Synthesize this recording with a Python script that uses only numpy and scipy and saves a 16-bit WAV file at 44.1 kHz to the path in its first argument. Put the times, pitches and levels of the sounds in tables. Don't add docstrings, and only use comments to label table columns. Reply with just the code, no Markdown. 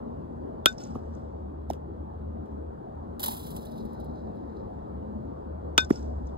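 import sys
import numpy as np
from scipy import signal
from scipy.fft import rfft, irfft, next_fast_len
from scipy.io import wavfile
from scipy.ndimage import uniform_filter1d

SR = 44100
rng = np.random.default_rng(int(sys.argv[2]) if len(sys.argv) > 2 else 0)


def voltage_ratio(level):
    return 10 ** (np.asarray(level, float) / 20)


def dump(signal):
    limited = np.clip(np.atleast_2d(signal).T, -1, 1)
    pcm = np.round(limited * 32767).astype(np.int16)
    wavfile.write(sys.argv[1], SR, pcm)


N = 280917
M = next_fast_len(N + 4096, True)
T = np.arange(N) / SR
BRIEF = np.arange(2 ** 15) / SR
HZ = np.fft.rfftfreq(M, 1 / SR)


def evened(x):
    return x / np.sqrt(np.mean(x ** 2) + 1e-20)


def read(points, hz):
    f, value = np.transpose(points)
    return np.interp(np.log(hz + 1), np.log(f + 1), value)


def coloured(x, points):
    hz = np.abs(np.fft.fftfreq(len(x), 1 / SR))
    gain = evened(voltage_ratio(read(points, hz)))
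    causal = np.exp(np.conj(signal.hilbert(np.log(gain))))
    return np.fft.ifft(np.fft.fft(x) * causal).real


def dying(s, t60, t=BRIEF):
    return (t >= s) * voltage_ratio(-60 * np.abs(t - s) / t60)


def swelling(s, rise, t60, t):
    growth = np.clip(1 + (t - s) / rise, 0, 1) ** 2
    return growth * voltage_ratio(-60 * np.maximum(t - s, 0) / t60)


def slow(top_hz, count=24):
    hz, t = np.geomspace(top_hz / 20, top_hz, count), T[::64]
    wave = np.sin(2 * np.pi * (t[:, None] * hz + rng.random(count))) @ hz ** -.5
    return evened(np.interp(T, t, wave))


def resonate(x, hz, width):
    turn = np.exp(2j * np.pi * np.cumsum(hz * np.ones(N)) / SR)
    r = np.exp(-np.pi * width / SR)
    return 2 * (turn * signal.lfilter([1 - r], [1, -r], x / turn)).real


def grains(per_s, spread_db):
    size = voltage_ratio(spread_db * np.minimum(rng.exponential(1, M), 5)) * rng.standard_normal(M)
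    return evened(size * (rng.random(M) < per_s / SR))[:N]


def modes(rows):
    return sum(voltage_ratio(db) * dying(0, t60) * np.sin(2 * np.pi * hz * BRIEF) for hz, db, t60 in rows)


def add(mix, s, sound):
    part = mix[round(s * SR):][:len(sound)]
    part += sound[:len(part)]


# (frequency [Hz], lead [radians])
BASS_PHASE = [(0, 0), (90, -.2), (130, -.35), (215, -1.3), (400, -2.3), (600, -2.7)]
TREBLE_PHASE = [(6000, -9.4), (7100, -6.5), (8100, -6), (9450, -3.1), (10900, -.2), (11900, .5),
                (13200, 3.1), (14600, 6.2), (16500, 6.4)]


def paired(left, right, pair):
    phase, balance = pair
    lead = np.interp(HZ, *np.transpose(BASS_PHASE + phase + TREBLE_PHASE))
    half = np.exp(.5j * lead) * voltage_ratio(read(balance, HZ) / 2)
    return np.array([rfft(left, M) * half, rfft(right, M) / half])


# (frequency [Hz], level [dB per Hz])
WASH = [(25, -27), (45, -7.5), (65, -3), (110, -5.5), (210, -4.5), (400, -6.5), (850, -11.5), (1400, -29),
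        (1800, -38.5), (2300, -50.5), (3600, -52), (6500, -61), (14500, -66.5), (15800, -77.5)]
# (frequency [Hz], likeness [0-1])
LIKENESS = [(40, 0.7), (85, .95), (200, 1), (330, 0.56), (800, 0.93), (1300, .35), (2000, 0), (5000, 0.7),
            (7500, 0.5), (15000, 1)]
# (time [s], level [dB])
SWELL = [(0, .5), (1.1, 0), (1.6, -1.5), (2.8, -1), (3.5, 1), (5.2, .5), (6.37, 0.5)]
# (frequency [Hz], left over right [dB])
WASH_PAIR = [(1500, -3), (2600, -4.5)], [(60, 0), (110, 2.5), (200, 3.0), (380, 3.5), (700, 0.5), (1290, 2),
             (2380, 0.5), (4400, -1.0), (8120, -1), (15000, 1)]


def wash():
    frames, hz = N // 256 + 5, np.fft.rfftfreq(1024, 1 / SR)
    a, b, c, d, patches = rng.standard_normal((frames, 513, 5)).T
    patches = uniform_filter1d(patches, size=6, axis=0)
    patches = evened(uniform_filter1d(patches, size=14, axis=1))
    same = np.clip(read(LIKENESS, hz), 0, 1)[:, None]
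    left = a + 1j * b
    right = same * left + np.sqrt(1 - same ** 2) * (c + 1j * d)
    z = np.array([left, right]) * voltage_ratio(1.7 * patches)
    white = evened(signal.istft(z, nperseg=1024, noverlap=768)[1][:, :N])
    swell = evened(voltage_ratio(np.interp(T, *np.transpose(SWELL))))
    colour = evened(voltage_ratio(read(WASH, HZ)))
    return voltage_ratio(-39.5) * colour * paired(*(swell * white), WASH_PAIR)


def drone(rows, rough, width_hz, waver_hz, flutter_db):
    s, hz, db = np.transpose(rows)
    hz = np.interp(T, s, hz) + waver_hz * slow(6)
    db = np.interp(T, s, db) + flutter_db * slow(14)
    tone = np.sqrt(2) * np.sin(2 * np.pi * np.cumsum(hz) / SR)
    fuzz = resonate(rng.standard_normal(N), hz, width_hz)
    fuzz = evened(resonate(fuzz, hz, width_hz))
    return voltage_ratio(db) * evened(tone + rough * fuzz)


# (time [s], pitch [Hz], level [dB])
LOW_DRONE = [(0.0, 78.71, -46.5), (0.82, 75.3, -53), (1.44, 76.2, -39), (2.2, 76.2, -42), (2.7, 72.22, -42),
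             (2.78, 69.3, -70), (2.93, 75.13, -43.5), (3.34, 74.86, -50), (3.44, 78.55, -53),
             (3.53, 70.34, -50), (3.81, 72.87, -50), (3.9, 80.87, -52), (4.08, 70.73, -42.5),
             (4.59, 71.67, -45), (4.7, 70.36, -56), (5.04, 72.0, -46), (6.07, 71.7, -35.5),
             (6.37, 66.9, -40)]
HIGH_DRONE = [(0, 231.4, -46), (.95, 230, -43), (1.6, 226.8, -51.5), (2.2, 226.7, -46), (2.9, 224.1, -55),
              (3.7, 221, -40), (4.4, 222.5, -45.5), (5.0, 222.3, -50), (5.6, 222.7, -45.5),
              (6.37, 228, -53)]


def drones():
    low = drone(LOW_DRONE, rough=0.7, width_hz=22, waver_hz=1.5, flutter_db=2.0)
    high = drone(HIGH_DRONE, rough=0.99, width_hz=33, waver_hz=6, flutter_db=3.5)
    return low + voltage_ratio(-1.5) * high


# (time [s], level [dB], 60 dB decay [s])
SNAPS = [(0.949, -61, 0.14), (1.7012, -33.5, 0.0066), (1.694, -58, .02), (1.708, -45, .025),
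         (1.7245, -56, 0.011), (1.733, -44.5, 0.015), (1.74, -63, 0.12), (2.456, -73.5, 0.13),
         (2.51, -80, 0.46), (5.895, -57, 0.12), (5.904, -41, 0.03)]
# (frequency [Hz], level [dB])
SNAP = [(1500, 0), (2500, -4), (3500, 3), (4300, -10), (5300, 1), (8000, -9), (11000, -7), (15500, -12)]


def turf():
    out, t = np.zeros(N), BRIEF[:8192] - .02
    for s, db, t60 in SNAPS:
        burst = dying(0, t60, t) * rng.standard_normal(len(t))
        add(out, s + t[0], voltage_ratio(db) * coloured(burst, SNAP))
    return out


# (time [s], peak [dB], share of dull patter [dB])
TWIGS = [(3.1957, -34, -17), (3.23, -22.5, -11), (3.2389, -17.5, -32), (3.2598, -21.5, -18),
         (3.2814, -22, -37), (3.3101, -36.5, -17), (3.364, -61, -10), (3.394, -50, -6), (3.4284, -48, -5),
         (3.467, -44.5, -30), (3.5049, -43.5, -20), (3.5633, -34.5, -27), (3.623, -56, -6),
         (3.6524, -43.5, -18), (3.713, -52, -19), (3.777, -53.5, -4.5), (3.849, -52, -19), (3.92, -66, -13),
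         (3.932, -54.5, -16), (4.0004, -52, -11), (4.0447, -54, -18.5), (4.1292, -74, -14),
         (4.1544, -77, 10.5), (4.267, -82, -4), (4.3551, -65, -12), (4.4744, -71, -6), (4.5624, -69.5, 2)]
# (frequency [Hz], level [dB])
BUSH = [(400, -14.5), (900, 7.5), (1400, -15), (2300, -29), (3200, -7), (4000, -16.5), (5000, -15.5),
        (7500, -17.5), (9500, -13), (11500, -7.5), (13500, -10), (15500, -14.5)]
# (frequency [Hz], width [Hz], level [dB])
TAPS = [(4040, 590, -1), (4730, 2000, -2)]


def bush():
    entry_s, plunge_s, build_s = 3.195, 3.24, 0.25
    twig_rise_s, twig_t60, patter_t60 = 0.0027, .045, 0.2
    entered = T > entry_s
    whips = voltage_ratio(-38) * swelling(plunge_s, build_s, 1.11, T) * entered
    litter = voltage_ratio(-58) * swelling(plunge_s, build_s, 4.07, T) * entered
    clumps = uniform_filter1d(rng.standard_normal(N), size=300)
    clumps = voltage_ratio(1.4 * evened(clumps))
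    for s, db, dull_db in TWIGS:
        whip = swelling(twig_rise_s, twig_rise_s, twig_t60, BRIEF[:8192])
        add(whips, s - .002, voltage_ratio(db - 5.5) * whip)
        fall = swelling(.003, 0.0033, patter_t60, BRIEF[:16384])
        add(litter, s, voltage_ratio(db + dull_db) * fall)
    hiss = whips * clumps * grains(per_s=22000.0, spread_db=-0.5)
    drops = clumps * grains(per_s=2700.0, spread_db=0.0)
    patter = np.zeros(N)
    for hz, width, db in TAPS:
        patter += voltage_ratio(db) * evened(resonate(resonate(drops, hz, width), hz, width))
    leaves = coloured(np.pad(hiss, (0, M - N)), BUSH)[:N]
    return leaves + voltage_ratio(-8.0 + 1.5 * slow(25)) * litter * patter


# (time [s], push [dB], pitch [Hz], length [cycles], left lead [radians])
THUDS = [(0.9567, -34.5, 1150, 4.4, 0.1), (0.958, -29, 610, 0.98, 1), (.962, -25, 327, 1.04, 0.5),
         (0.97, -33, 200, 1.9, -1.5), (1.704, -16.5, 718, 2.3, -1.6), (1.7102, -26.5, 325, 1.47, 0.5),
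         (5.9052, -24.5, 1280, 2.8, -2.5), (5.9087, -25.5, 1780, 1.9, -2), (5.907, -20, 694, 1.46, -2),
         (5.9108, -5, 296, 1.48, -0.9), (5.925, -28, 146, 1.2, 1.5)]


def thuds():
    out, t = np.zeros((2, N)), BRIEF[:2048] - .02
    for s, db, hz, cycles, lead in THUDS:
        pan_db = -3 * np.log2(hz / 260)
        for port, side in zip(out, (.5, -.5)):
            push = np.exp(-(2 * t * hz / cycles) ** 2) * np.cos(2 * np.pi * hz * t + side * lead)
            add(port, s + t[0], voltage_ratio(db + side * pan_db) * push)
    return out


# (delay [s], level [dB], favoured pitch [Hz])
WALLS = [(.024, 9.5, 5400), (.066, 0.5, 6670), (.122, -3, 5550), (.143, 0, 5500), (.157, -13, 4300),
         (.177, 3, 6310), (0.191, -3, 5300), (.211, -8.5, 7550), (.246, -9.5, 5700), (.28, -14, 5800),
         (.3, -15, 3600), (.462, -29, 5300), (.49, -14, 6650), (0.51, -20, 3550)]
# (frequency [Hz], level [dB], 60 dB decay [s])
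FAR = [(1440, -2.5, .08), (3570, -8, 0.06), (4150, -13, 0.033), (5300, 1, 0.03), (5540, -3, 0.025),
       (6270, -3, 0.029), (6630, -4.5, .02), (7830, -11.5, 0.03)]
# (delay [s], level [dB], rise [s], 60 dB decay [s])
GROVES = [(0.0032, 3, .002, .08), (0.019, 4.5, .012, 0.19), (.15, -4, .05, .5), (0.48, -23.5, .02, 0.41),
          (.4, -32.5, 0.12, 3)]
# (frequency [Hz], level [dB])
HAZE = [(1000, -9), (2400, -11.5), (3500, -8.5), (5300, -2.5), (7500, -6.5), (9000, -14.5), (12000, -18),
        (15500, -22)]


def field_returns():
    scatter = np.zeros(len(BRIEF))
    for at, db, rise, t60 in GROVES:
        scatter += voltage_ratio(db) * swelling(at, rise, t60, BRIEF)
    scatter *= rng.standard_normal(len(BRIEF))
    returns = voltage_ratio(-29) * signal.fftconvolve(scatter, modes(FAR)[:4096])[:len(BRIEF)]
    clicks = voltage_ratio(-7.0) * scatter
    onset = np.minimum(BRIEF[:4096] / .0015, 1)
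    for delay, db, hz in WALLS:
        tap = voltage_ratio(db - 4.5) * rng.standard_normal(60) * np.hanning(60)
        favoured = [(f, d - 36 * abs(np.log(f / hz)), t60) for f, d, t60 in FAR]
        add(returns, delay, signal.fftconvolve(tap, modes(favoured)[:4096] * onset))
        clicks = clicks + voltage_ratio(db - 14) * rng.standard_normal(len(BRIEF)) * dying(delay, .03)
    return voltage_ratio(-48) * (returns + coloured(clicks, HAZE))


# (frequency [Hz], level [dB], 60 dB decay [s])
CLANG = [(3387, 5, 0.018), (1280, -5.5, 0.012), (5400, -17, 0.063)]


def bat(knock_db, crack_db, clang_db, flare_db, tube, crack):
    hit = voltage_ratio(crack_db) * rng.standard_normal(len(BRIEF)) * dying(0, 0.03)
    hit = hit - uniform_filter1d(hit, size=40)
    hit[0] += voltage_ratio(knock_db)
    released = 1 - np.exp(-(BRIEF / 0.0051) ** 2)
    flare = voltage_ratio(flare_db * np.exp(-(BRIEF / .0088) ** 6))
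    ring = modes(tube[:2]) + modes(tube[2:]) * flare
    turned = np.exp(-(BRIEF / .072) ** 6)
    direct = coloured(hit, crack) + voltage_ratio(-15.5) * released * turned * ring + voltage_ratio(clang_db) * modes(CLANG)
    return direct + field_returns()


# (time [s], knock [dB], crack [dB], clang [dB], first flare of the ring [dB])
BLOWS = [
    (0.6586, 11, -11.5, -9.5, -2.5),
    (5.779, 11, -10, -18, 11.5),
]
# (frequency [Hz], level [dB], 60 dB decay [s])
TUBES = [
    [(1507, -4, 0.13), (2498, -12, 0.067), (3607, 0, 0.096), (4339, -36, 0.19), (5367, -23, 0.11), (6422, -30, 0.11), (7590, -44, 0.27)],
    [(1513, -4.5, 0.18), (2475, -6, 0.08), (3600, -3, 0.14), (4328, -18, 0.079), (5044, -23, 0.078), (5490, -12, 0.05), (6500, -15, 0.04), (7957, -31, 0.12)],
]
# (frequency [Hz], level [dB])
CRACKS = [
    [(120, -22.5), (300, -3.5), (700, 0.5), (950, -12.5), (1300, 0), (2000, -21), (3000, -8.5), (4200, -18.5), (6000, -15), (9000, -22.5), (11500, -18.5), (15500, -28.5)],
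    [(120, -14), (300, -0.5), (700, 2.5), (950, -1.5), (1300, -1), (2000, -15), (3000, -5.5), (4200, -16.5), (6000, -9.5), (9000, -27), (11500, -26.5), (15500, -29.5)],
]


def swings():
    out = np.zeros(N)
    for (s, *levels), tube, crack in zip(BLOWS, TUBES, CRACKS):
        add(out, s, bat(*levels, tube, crack))
    return out


# (frequency [Hz], left over right [dB])
BAT_PAIR = [(1400, -2.5), (2150, -6.5), (3500, -4.5), (4300, -7.5)], [(100, -2.5), (250, 5), (700, -1),
            (1550, 13), (2000, 0.5), (2900, -4.5), (3700, -2), (4800, 7), (5600, -7), (9000, -0.66)]
BUSH_PAIR = [(1300, -3.4), (2000, -6), (3000, -2.9), (3600, -4.6), (4600, -6.4)], [(60, .8), (200, 2.5),
             (380, 2.1), (700, -.6), (2400, -1.5), (4400, -1.5), (5500, 0)]
# (frequency [Hz], lag [ms])
LAG = [(100, 6), (300, 4.2), (700, 2.5), (1500, 1), (3000, .5), (8000, 0)]


def scene():
    hum, leaves = drones(), bush()
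    near = turf() + swings()
    ports = wash() + paired(hum, hum, WASH_PAIR)
    ports = ports + paired(leaves, leaves, BUSH_PAIR) + paired(near, near, BAT_PAIR)
    late = np.exp(-2j * np.pi * np.cumsum(read(LAG, HZ)) * HZ[1] / 1000)
    return irfft(ports * late, M)[:, :N] + thuds()


def low_pass(x):
    return signal.sosfilt(signal.butter(12, 16940, fs=SR, output="sos"), x)


def record(dry):
    edge_hz = 15900
    band = voltage_ratio(np.interp(HZ, [edge_hz - 200, edge_hz + 100], [0, -32]))
    soft = 1.1 * np.tanh(dry / 1.1)
    mix = irfft(rfft(soft, M) * band, M)[:, :N]
    return low_pass(mix)


dry = scene()
out = record(dry)
dump(out)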